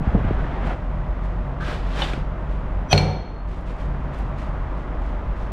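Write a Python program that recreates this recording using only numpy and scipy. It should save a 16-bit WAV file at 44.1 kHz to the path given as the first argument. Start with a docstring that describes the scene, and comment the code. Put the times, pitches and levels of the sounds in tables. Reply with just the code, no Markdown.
"""An open forecourt at night: a diesel truck idles while a fuel nozzle is handled close by. The engine's uneven
firings hum and throb. The rubber hose bumps, drags and rubs. The metal spout scrapes twice, the trigger clicks,
then the spout squeaks into its holder with a heavy clank and a bounce that set nozzle and pump cabinet ringing.
A faint swell of midrange noise, as from distant traffic, rises near the end. An automatic gain control turns
everything down at the clank and slowly recovers."""
import sys
import numpy as np
from scipy import signal
from scipy.fft import rfft, irfft
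from scipy.io import wavfile
from scipy.ndimage import uniform_filter1d

SR = 44100
rng = np.random.default_rng(int(sys.argv[2]) if len(sys.argv) > 2 else 0)


def unload_audio(sound):
    """Save the sound as a 16-bit wav file, at the path given as the first command line argument."""
    columns = np.transpose(np.atleast_2d(sound))
    # keep every value between -1 and 1, then stretch to whole-number steps
    steps = np.round(np.clip(columns, -1, 1) * 32767)
    wavfile.write(sys.argv[1], SR, steps.astype(np.int16))


N = 243431
TIME = np.arange(N) / SR

# The nozzle's blow and bounce. A fade time, or t60, is the time a sound takes to fall by 60 dB.
# (time [s], ring [dB], crack [dB], cabinet [dB], ring rise time [s], ping fade time [s])
BLOWS = [(2.9284, -21.5, 3, -6.5, .0006, .027), (2.9772, -24, -9.5, -27, .0006, .042)]


def from_db(db):
    """Turn decibels into a number to multiply by."""
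    return 10 ** (np.asarray(db) / 20)


def rms_one(x):
    """Scale a signal to an average power of 1."""
    return x / np.sqrt(np.mean(x ** 2) + 1e-20)


def at_hz(points, hz, column=1):
    """Read a table between its rows, on a scale of octaves."""
    table = np.array(points)
    return np.interp(np.log(hz), np.log(table[:, 0]), table[:, column])


def drift(rate_hz):
    """A smooth random wobble, about 1 in size."""
    step, warm_up = 40, 2000
    pole = np.exp(-2 * np.pi * step * rate_hz / SR)
    noise = rng.standard_normal(N // step + warm_up + 2)
    slow = signal.lfilter([1], [1, -2 * pole, pole * pole], noise)[warm_up:]
    return np.interp(np.arange(N) / step, np.arange(len(slow)), rms_one(slow))


def coloured(colour, source):
    """Shape a signal's lows and highs by (frequency, relative level) rows; the result has power 1."""
    size = 2 ** 18
    hz = np.maximum(np.fft.rfftfreq(size, 1 / SR), 1)
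    bass_cut = 1 + (.7 * colour[0][0] / hz) ** 4
    gain = from_db(at_hz(colour, hz)) / bass_cut
    return rms_one(irfft(rfft(source, size) * gain)[:N])


def resonant_noise(bands):
    """Noise gathered around a few pitches, given as (frequency, width, level) rows."""
    out = 0
    for hz, width, db in bands:
        band = signal.butter(2, [max(hz - width / 2, 10), hz + width / 2], "band", fs=SR, output="sos")
        out = out + from_db(db) * rms_one(signal.sosfilt(band, rng.standard_normal(N)))
    return out


def grains(per_s, spread_db):
    """Tiny random contacts of uneven size, as when surfaces rub."""
    contacts = (rng.random(N) < per_s / SR) * rng.standard_normal(N)
    return rms_one(contacts * from_db(spread_db * np.minimum(rng.exponential(1, N), 4)))


def strike(tones, s):
    """A blow at time s sets an object's tones ringing, neighbours in opposite directions."""
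    out, start = np.zeros(N), int(s * SR)
    age = TIME[:min(N - start, SR)]
    for k, (hz, db, t60) in enumerate(tones):
        level = from_db(db - 60 * age / t60)
        out[start:start + len(age)] += (-1) ** k * level * np.sin(2 * np.pi * hz * age)
    return out


def dying(s, t60, rise_s=0.00052):
    """A level that jumps up at time s, then falls 60 dB in t60 seconds."""
    age = np.maximum(TIME - s, 0)
    rise = 1 - np.exp(-np.minimum(age / rise_s, 20))
    return rise * np.exp(-np.log(1000) * np.minimum(age / t60, 10))


def fading(end_s, db_per_s):
    """Full level until end_s, then a steady fall."""
    return from_db(-db_per_s * np.maximum(TIME - end_s, 0))


def held(start_s, end_s, rise_s, fade_db_per_s):
    """A level that rises from start_s, holds until end_s and then fades."""
    return np.clip((TIME - start_s) / rise_s, 0, 1) * fading(end_s, fade_db_per_s)


def truck(firing_hz=45.8, wander=0.0344, uneven_db=1.5, throb=0.065, roar_db=-30.5):
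    """Uneven firings make the exhaust hum and the engine noise throb; body and pipe boom along."""
    # exhaust tones: (multiple of the firing rate, level [dB])
    exhaust = [(1, -27.5), (2, -41.5), (3, -47.5), (4, -55)]
    # engine and forecourt noise: (frequency [Hz], relative level [dB])
    roar_colour = [(16, -1), (45, -1.5), (70, -3), (120, -10), (180, -12.5), (300, -16), (430, -22),
                   (650, -19), (1200, -22), (2000, -33), (3300, -43.5), (4300, -52), (7000, -62),
                   (10000, -71.5), (15000, -89.5)]
    # where the truck's body resonates: (frequency [Hz], width [Hz], level [dB])
    body_bands = [(44.4, 21.6, -31), (262.5, 38, -51), (380, 65, -50), (497, 39, -51.5), (612.6, 69, -46.5),
                  (910, 240, -50.5), (1960, 200, -59)]
    # where the exhaust pipe booms: (frequency [Hz], width [Hz], relative level [dB])
    pipe_bands = [(139.16, 7, -0.5), (170.4, 19, -2.5)]
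    phase = 2 * np.pi * np.cumsum(firing_hz * (1 + wander * drift(8.75))) / SR
    hum = 0
    for multiple, db in exhaust:
        level = from_db(db + uneven_db * drift(6.0)) * np.sqrt(2)
        hum = hum + level * np.sin(round(multiple) * phase + rng.uniform(0, 2 * np.pi))
    roar = coloured(roar_colour, rng.standard_normal(N)) * (1 + throb * np.sin(phase))
    boom = from_db(-37.5) * fading(end_s=4.2, db_per_s=9.5) * resonant_noise(pipe_bands)
    # from 3.25 s the hum eases and the roar comes up a little
    shift = np.clip((TIME - 3.25) / 0.46, 0, 1)
    hum *= from_db(-2.5 * shift)
    roar *= from_db(roar_db + 0.56 * shift)
    return hum + roar + resonant_noise(body_bands) + boom


def hiss():
    """A faint, steady, very high hiss."""
    # the hiss: (frequency [Hz], width [Hz], level [dB])
    hiss_band = [(12320, 800, -90)]
    return resonant_noise(hiss_band)


def hose_drag(drag_db=-34, rumble_db=-22.5, rough_db=1.0):
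    """The hose slides evenly, gets a last tug and stops short; a low handling rumble dies away early."""
    # sliding rubber: (frequency [Hz], relative level [dB])
    drag_colour = [(250, 3), (400, -5), (650, -2.5), (1500, -9.5), (3300, -24.5), (4500, -36.5),
                   (9000, -52.5), (15000, -81.5)]
    # low handling rumble: (frequency [Hz], relative level [dB])
    rumble_colour = [(18, 0), (55, 6), (100, -9.5), (180, -15), (400, -39), (2000, -81), (15000, -120)]
    tug_db = 4 * np.exp(-((TIME - 0.693) / 0.063) ** 2)
    sliding = from_db(drag_db + tug_db) * held(0, 0.738, rise_s=0.057, fade_db_per_s=550)
    friction = coloured(drag_colour, rng.standard_normal(N)) * from_db(rough_db * drift(22.0))
    rumble_level = from_db(rumble_db) * fading(end_s=0.416, db_per_s=154)
    return sliding * friction + rumble_level * coloured(rumble_colour, rng.standard_normal(N))


def hose_bumps(puff_t60=0.13):
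    """Each soft bump gives a dull thud of rubber and a low puff of noise."""
    # bumps: (time [s], thud [dB], treble cut-off [Hz], fade time [s], puff [dB])
    bumps = [(.004, -14, 300, 0.08, -24), (0.069, -8.5, 230, .25, -34), (.144, -8, 400, 0.4, -19),
             (.149, -3, 1100, .03, -22), (.172, -17, 550, 0.06, -22), (0.243, -7.5, 300, 0.15, -32),
             (0.3072, 3, 680, 0.023, -36.5), (2.175, -11, 1000, 0.025, -26), (3.09, -22, 900, .1, -24)]
    # the hose's own tones: (frequency [Hz], relative level [dB], fade time [s])
    hose_tones = [(79, -5, 0.15), (117.5, -3.5, 0.13), (185, -6, 0.077), (273, -2.5, 0.027),
                  (403, -4, 0.014), (650, -24, 0.023)]
    # the puff: (frequency [Hz], relative level [dB])
    puff_colour = [(40, -10), (160, 8.5), (300, -7.5), (650, -5), (1000, -23), (2000, -45), (15000, -93)]
    puff = coloured(puff_colour, rng.standard_normal(N))
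    out = np.zeros(N)
    for s, thud_db, cutoff_hz, t60, puff_db in bumps:
        soften = signal.butter(2, cutoff_hz, fs=SR, output="sos")
        thud = signal.sosfilt(soften, strike(hose_tones, s) * dying(s, t60))
        out += from_db(thud_db) * thud + from_db(puff_db) * puff * dying(s, puff_t60)
    return out


def hose_ticks(t60=0.09):
    """The hose gives tiny bright ticks as it shifts."""
    # ticks: (time [s], level [dB])
    ticks = [(.149, -64), (3.606, -64), (4.032, -71), (4.185, -56)]
    # noise of a tick: (frequency [Hz], relative level [dB])
    tick_colour = [(2500, 2), (6000, 0), (12000, -6), (15000, -13)]
    noise = coloured(tick_colour, rng.standard_normal(N))
    return noise * sum(from_db(db) * dying(s, t60) for s, db in ticks)


def hose_rubs(rough_db=1.0):
    """The hose brushes past things, gripping and letting go the same way each time."""
    # light rubs: (start [s], length [s], level [dB])
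    rubs = [(0.639, 0.036, -49), (1.212, .03, -56), (2.474, 0.054, -57.5), (3.464, 0.1, -51.5),
            (3.652, 0.054, -51.5), (3.775, 0.026, -52.5), (4.118, 0.081, -52), (4.362, 0.062, -51),
            (4.744, 0.04, -58.5), (4.997, .1, -59), (5.353, 0.083, -55)]
    # brushing rubber: (frequency [Hz], relative level [dB])
    rub_colour = [(900, -11), (2000, 7), (3500, 0.5), (5000, -7), (8000, -14), (12000, -26), (15000, -36.5)]
    friction = coloured(rub_colour, grains(per_s=6000, spread_db=1.0)) * from_db(rough_db * drift(40))
    return friction * sum(from_db(db) * held(s, s + length, rise_s=0.025, fade_db_per_s=133)
                          for s, length, db in rubs)


def spout_scrapes(chatter_db=0.6, singing_db=-42, swell_db_per_s=180, fade_db_per_s=126, turn_s=0.036):
    """The spout swishes twice over its holder, louder as it moves faster; the first stroke sings."""
    # strokes of the hand: (fastest moment [s], level [dB])
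    strokes = [(1.696, -33.5), (2.023, -28)]
    # metal sliding on metal: (frequency [Hz], relative level [dB])
    scrape_colour = [(250, 2.5), (600, 2.5), (900, -1), (1600, -2), (2200, -4), (3500, -7.5), (4500, -13.5),
                     (6400, -22), (9000, -28.5), (12000, -38.5), (15000, -45)]
    # where the spout resonates: (frequency [Hz], width [Hz], relative level [dB])
    spout_bands = [(1610, 180, 3), (1255, 160, 2)]
    friction = coloured(scrape_colour, grains(per_s=30000, spread_db=-0.5))
    friction *= from_db(chatter_db * drift(36))
    speed = np.zeros(N)
    for peak_s, db in strokes:
        away_s = np.hypot(TIME - peak_s, turn_s) - turn_s  # rounds the top of the swell
        speed += from_db(db - away_s * np.where(TIME < peak_s, swell_db_per_s, fade_db_per_s))
    touch_s, lift_s = 1.598, 2.214
    touching = held(touch_s, lift_s, rise_s=0.0095, fade_db_per_s=91)
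    singing = from_db(singing_db) * fading(touch_s + 0.1, db_per_s=147) * resonant_noise(spout_bands)
    return touching * (speed * friction + singing)


def trigger_latch(tick_t60=0.028, damping_t60=1.3):
    """The latch ticks and rings briefly; its spring pings on release."""
    # clicks: (time [s], ring [dB], tick [dB], spring [dB])
    clicks = [(2.019, -13.5, -20.5, -45), (2.134, -42, -22.5, -25)]
    # the latch's tones: (frequency [Hz], relative level [dB], fade time [s])
    latch_tones = [(765, -11.5, 0.078), (860, -6, 0.054), (2980, -5, 0.065), (3400, -24, 0.2),
                   (3545, -16, 0.27), (3630, -14, 0.14), (3850, -16, .1), (4150, -13, .022)]
    # the spring's tone: (frequency [Hz], relative level [dB], fade time [s])
    spring_tone = [(1464, -2.5, .045)]
    # noise of a tick: (frequency [Hz], relative level [dB])
    tick_colour = [(400, 12), (900, -3), (1500, 5), (2100, -5), (3300, 4.5), (4500, -22), (8500, -24),
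                   (15000, -59)]
    tick = coloured(tick_colour, rng.standard_normal(N))
    out = np.zeros(N)
    for s, ring_db, tick_db, spring_db in clicks:
        out += from_db(ring_db) * strike(latch_tones, s) * dying(s, damping_t60)
        out += from_db(tick_db) * tick * dying(s, tick_t60)
        out += from_db(spring_db) * strike(spring_tone, s)
    return out


def spout_squeak(level_db=-18.5, grit_db=-11, swell_db_per_s=1199, hold_s=0.0085):
    """A gritty squeak builds as the spout slides home, and the first blow stops it."""
    # pitches of the squeak: (frequency [Hz], width [Hz], relative level [dB])
    squeak_bands = [(660, 170, -4), (1630, 60, -9.5), (2500, 32, -4), (3020, 30, -17.5), (3230, 37, 3.5),
                    (3610, 35, -16), (3920, 27, -15), (4680, 23, -9), (5500, 30, -19), (5920, 170, 0),
                    (7270, 30, -14), (8110, 45, -23), (8900, 120, -29), (10250, 90, -27)]
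    # grit under the squeak: (frequency [Hz], relative level [dB])
    grit_colour = [(1200, 4), (3300, -4), (6000, -13), (9000, -21), (12500, -23), (15000, -38)]
    squeak = rms_one(resonant_noise(squeak_bands))
    grit = from_db(grit_db) * coloured(grit_colour, grains(per_s=18000, spread_db=4.5))
    home_s = BLOWS[0][0]
    swell = from_db(level_db - swell_db_per_s * np.maximum(home_s - hold_s - TIME, 0))
    return swell * fading(home_s, db_per_s=1707) * (squeak + grit)


def panel_rattle(level_db=-11):
    """Countless sheet-metal tones and echoes blur into noise; the high ones die first."""
    # the pump's panels and their echo: (frequency [Hz], relative level [dB], fade time [s])
    rattle = [(60, -0.5, 1), (111, 5, 0.85), (251, -5.5, 1), (450, -4.5, 0.92), (754, -5.5, 0.92),
              (1050, -12.5, .87), (1395, -18, 0.83), (2830, -21, 0.78), (5520, -27, 0.46),
              (9000, -42.5, .28), (15000, -52, .19)]
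    edges_hz = 60 * 2 ** (np.arange(13) * 2 / 3)
    noises = rng.standard_normal((2, N))
    loudest_db = max(db for _, _, _, db, _, _ in BLOWS)
    steady, out = 0, 0
    for k, (low, high) in enumerate(zip(edges_hz, edges_hz[1:])):
        hz = np.sqrt(low * high)
        band_filter = signal.butter(4, [low, high], "band", fs=SR, output="sos")
        band = from_db(at_hz(rattle, hz)) * signal.sosfilt(band_filter, noises[k % 2])
        t60 = at_hz(rattle, hz, column=2)
        steady = steady + band
        out = out + band * sum(from_db(db - loudest_db) * dying(s, t60) for s, _, _, db, _, _ in BLOWS)
    return from_db(level_db) * out / np.std(steady)


def clank(crack_t60=0.027):
    """Each blow cracks and rings the pump cabinet, until the hose settles against it and damps it."""
    # metal hitting metal: (frequency [Hz], relative level [dB])
    crack_colour = [(200, -2), (450, -1), (720, 16), (1000, -4.5), (1600, 1), (2100, 4.5), (2700, 8.5),
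                    (3500, 1.5), (4300, -5), (5200, -12), (9000, -38), (15000, -41)]
    # the cabinet's tones: (frequency [Hz], relative level [dB], fade time [s])
    cabinet_tones = [(51.8, -2, 1), (94, 1.5, 0.91), (150.7, 2, 0.8), (182.2, -10, .85),
                     (206.4, -13.5, 0.92), (283, -23.5, 0.59), (402.5, -6.5, 0.52), (457, -21, 0.8),
                     (489, -11.5, 0.85), (524, -19, 1), (559, -13, 0.66), (588, -17, 0.58),
                     (690, -10, 0.39), (742, -14, 1.0), (751, -12, 0.37), (823, -26, 0.42),
                     (1006, -21, 0.45), (1448, -17, 0.34)]
    crack = coloured(crack_colour, rng.standard_normal(N))
    damping = fading(end_s=3.174, db_per_s=130)
    out = np.zeros(N)
    for s, _, crack_db, cabinet_db, _, _ in BLOWS:
        out += from_db(crack_db) * crack * dying(s, crack_t60)
        out += from_db(cabinet_db) * strike(cabinet_tones, s) * damping
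    return out


def nozzle_ring(waver_db=4.0, wander_radians=0.9):
    """The struck nozzle gives a brief ping, then a long ring that reflections make flutter."""
    # the nozzle's tones; two close ones beat together in the main ping:
    # (frequency [Hz], relative ring level [dB], ring fade time [s], relative ping level [dB])
    nozzle_tones = [(2326, -2.5, .57, 12), (4284, -1, .68, 20), (4263, -10, .6, -5), (5782, -21, .56, -6),
                    (5900, -16, .58, -5), (6094, -22, .56, -8), (6223, -17.5, .54, -3),
                    (8742, -22, .4, -17), (10170, -43, .3, -23), (11275, -32, .41, -16),
                    (11600, -44, .3, -21), (12160, -44, .3, -22), (12730, -39.5, .36, -22),
                    (1669, -21, .6, -4), (1960, -23, .4, -3), (2567, -19, .4, 5), (2700, -22, .35, 4),
                    (3224, -16, .65, 5), (3935, -17, .3, -2), (4195, -13, .35, 7), (5561, -24, .5, -9),
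                    (7337, -26, .42, -6), (7628, -28, .38, -10), (8086, -32, .35, -15),
                    (8436, -33, .28, -15)]
    out, age = np.zeros(N), TIME[:SR]
    for s, blow_db, _, _, rise_s, ping_t60 in BLOWS:
        out *= np.interp(TIME, [s, s + 0.0017], [1, 0])  # a new contact stops the old ring
        start = int(s * SR)
        onset = from_db(blow_db) * (1 - np.exp(-age / rise_s))
        for hz, ring_db, ring_t60, ping_db in nozzle_tones:
            waver, wander = drift(49)[:2 * SR].reshape(2, SR)
            ping = from_db(ping_db - 60 * age / ping_t60)
            ring = from_db(ring_db + waver_db * waver - 60 * age / ring_t60)
            tone = np.sin(2 * np.pi * hz * age + wander_radians * wander)
            out[start:start + SR] += onset * (ping + ring) * tone
    return out


def midrange_swell(peak_s=4.54, width_s=0.38):
    """A faint swell of midrange noise, as from distant traffic, rises near the end."""
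    # distant midrange noise: (frequency [Hz], width [Hz], peak level [dB])
    swell_band = [(1140, 420, -44.5)]
    return np.exp(-((TIME - peak_s) / width_s) ** 2) * resonant_noise(swell_band)


def scene():
    """All the sounds add up in one channel."""
    background = truck() + hiss()
    hose = hose_drag() + hose_bumps() + hose_ticks() + hose_rubs()
    handling = spout_scrapes() + trigger_latch()
    hanging_up = spout_squeak() + panel_rattle() + clank() + nozzle_ring()
    return (background + hose + handling + hanging_up + midrange_swell())[None]


def gain_control(x, threshold_db=-9.0, release_db_per_s=8.5, attack_s=0.00053):
    """Loud sound pulls the volume down quickly; it creeps back."""
    power = uniform_filter1d(x[0] ** 2, size=256)
    over_db = np.maximum(10 * np.log10(np.maximum(power, 1e-12)) - threshold_db, 0)
    recovery_db = release_db_per_s * TIME
    cut_db = np.maximum.accumulate(over_db + recovery_db) - recovery_db
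    smoothing = np.exp(-1 / (attack_s * SR))
    return x * from_db(-signal.lfilter([1 - smoothing], [1, -smoothing], cut_db))


def record(dry):
    """Apply the gain control, clip the tallest peaks and cut the highest treble."""
    ceiling, cutoff_hz = 0.92, 15700
    treble_cut = signal.cheby2(14, 70, cutoff_hz, fs=SR, output="sos")
    return signal.sosfilt(treble_cut, np.clip(gain_control(dry), -ceiling, ceiling))


dry = scene()
out = record(dry)
unload_audio(out)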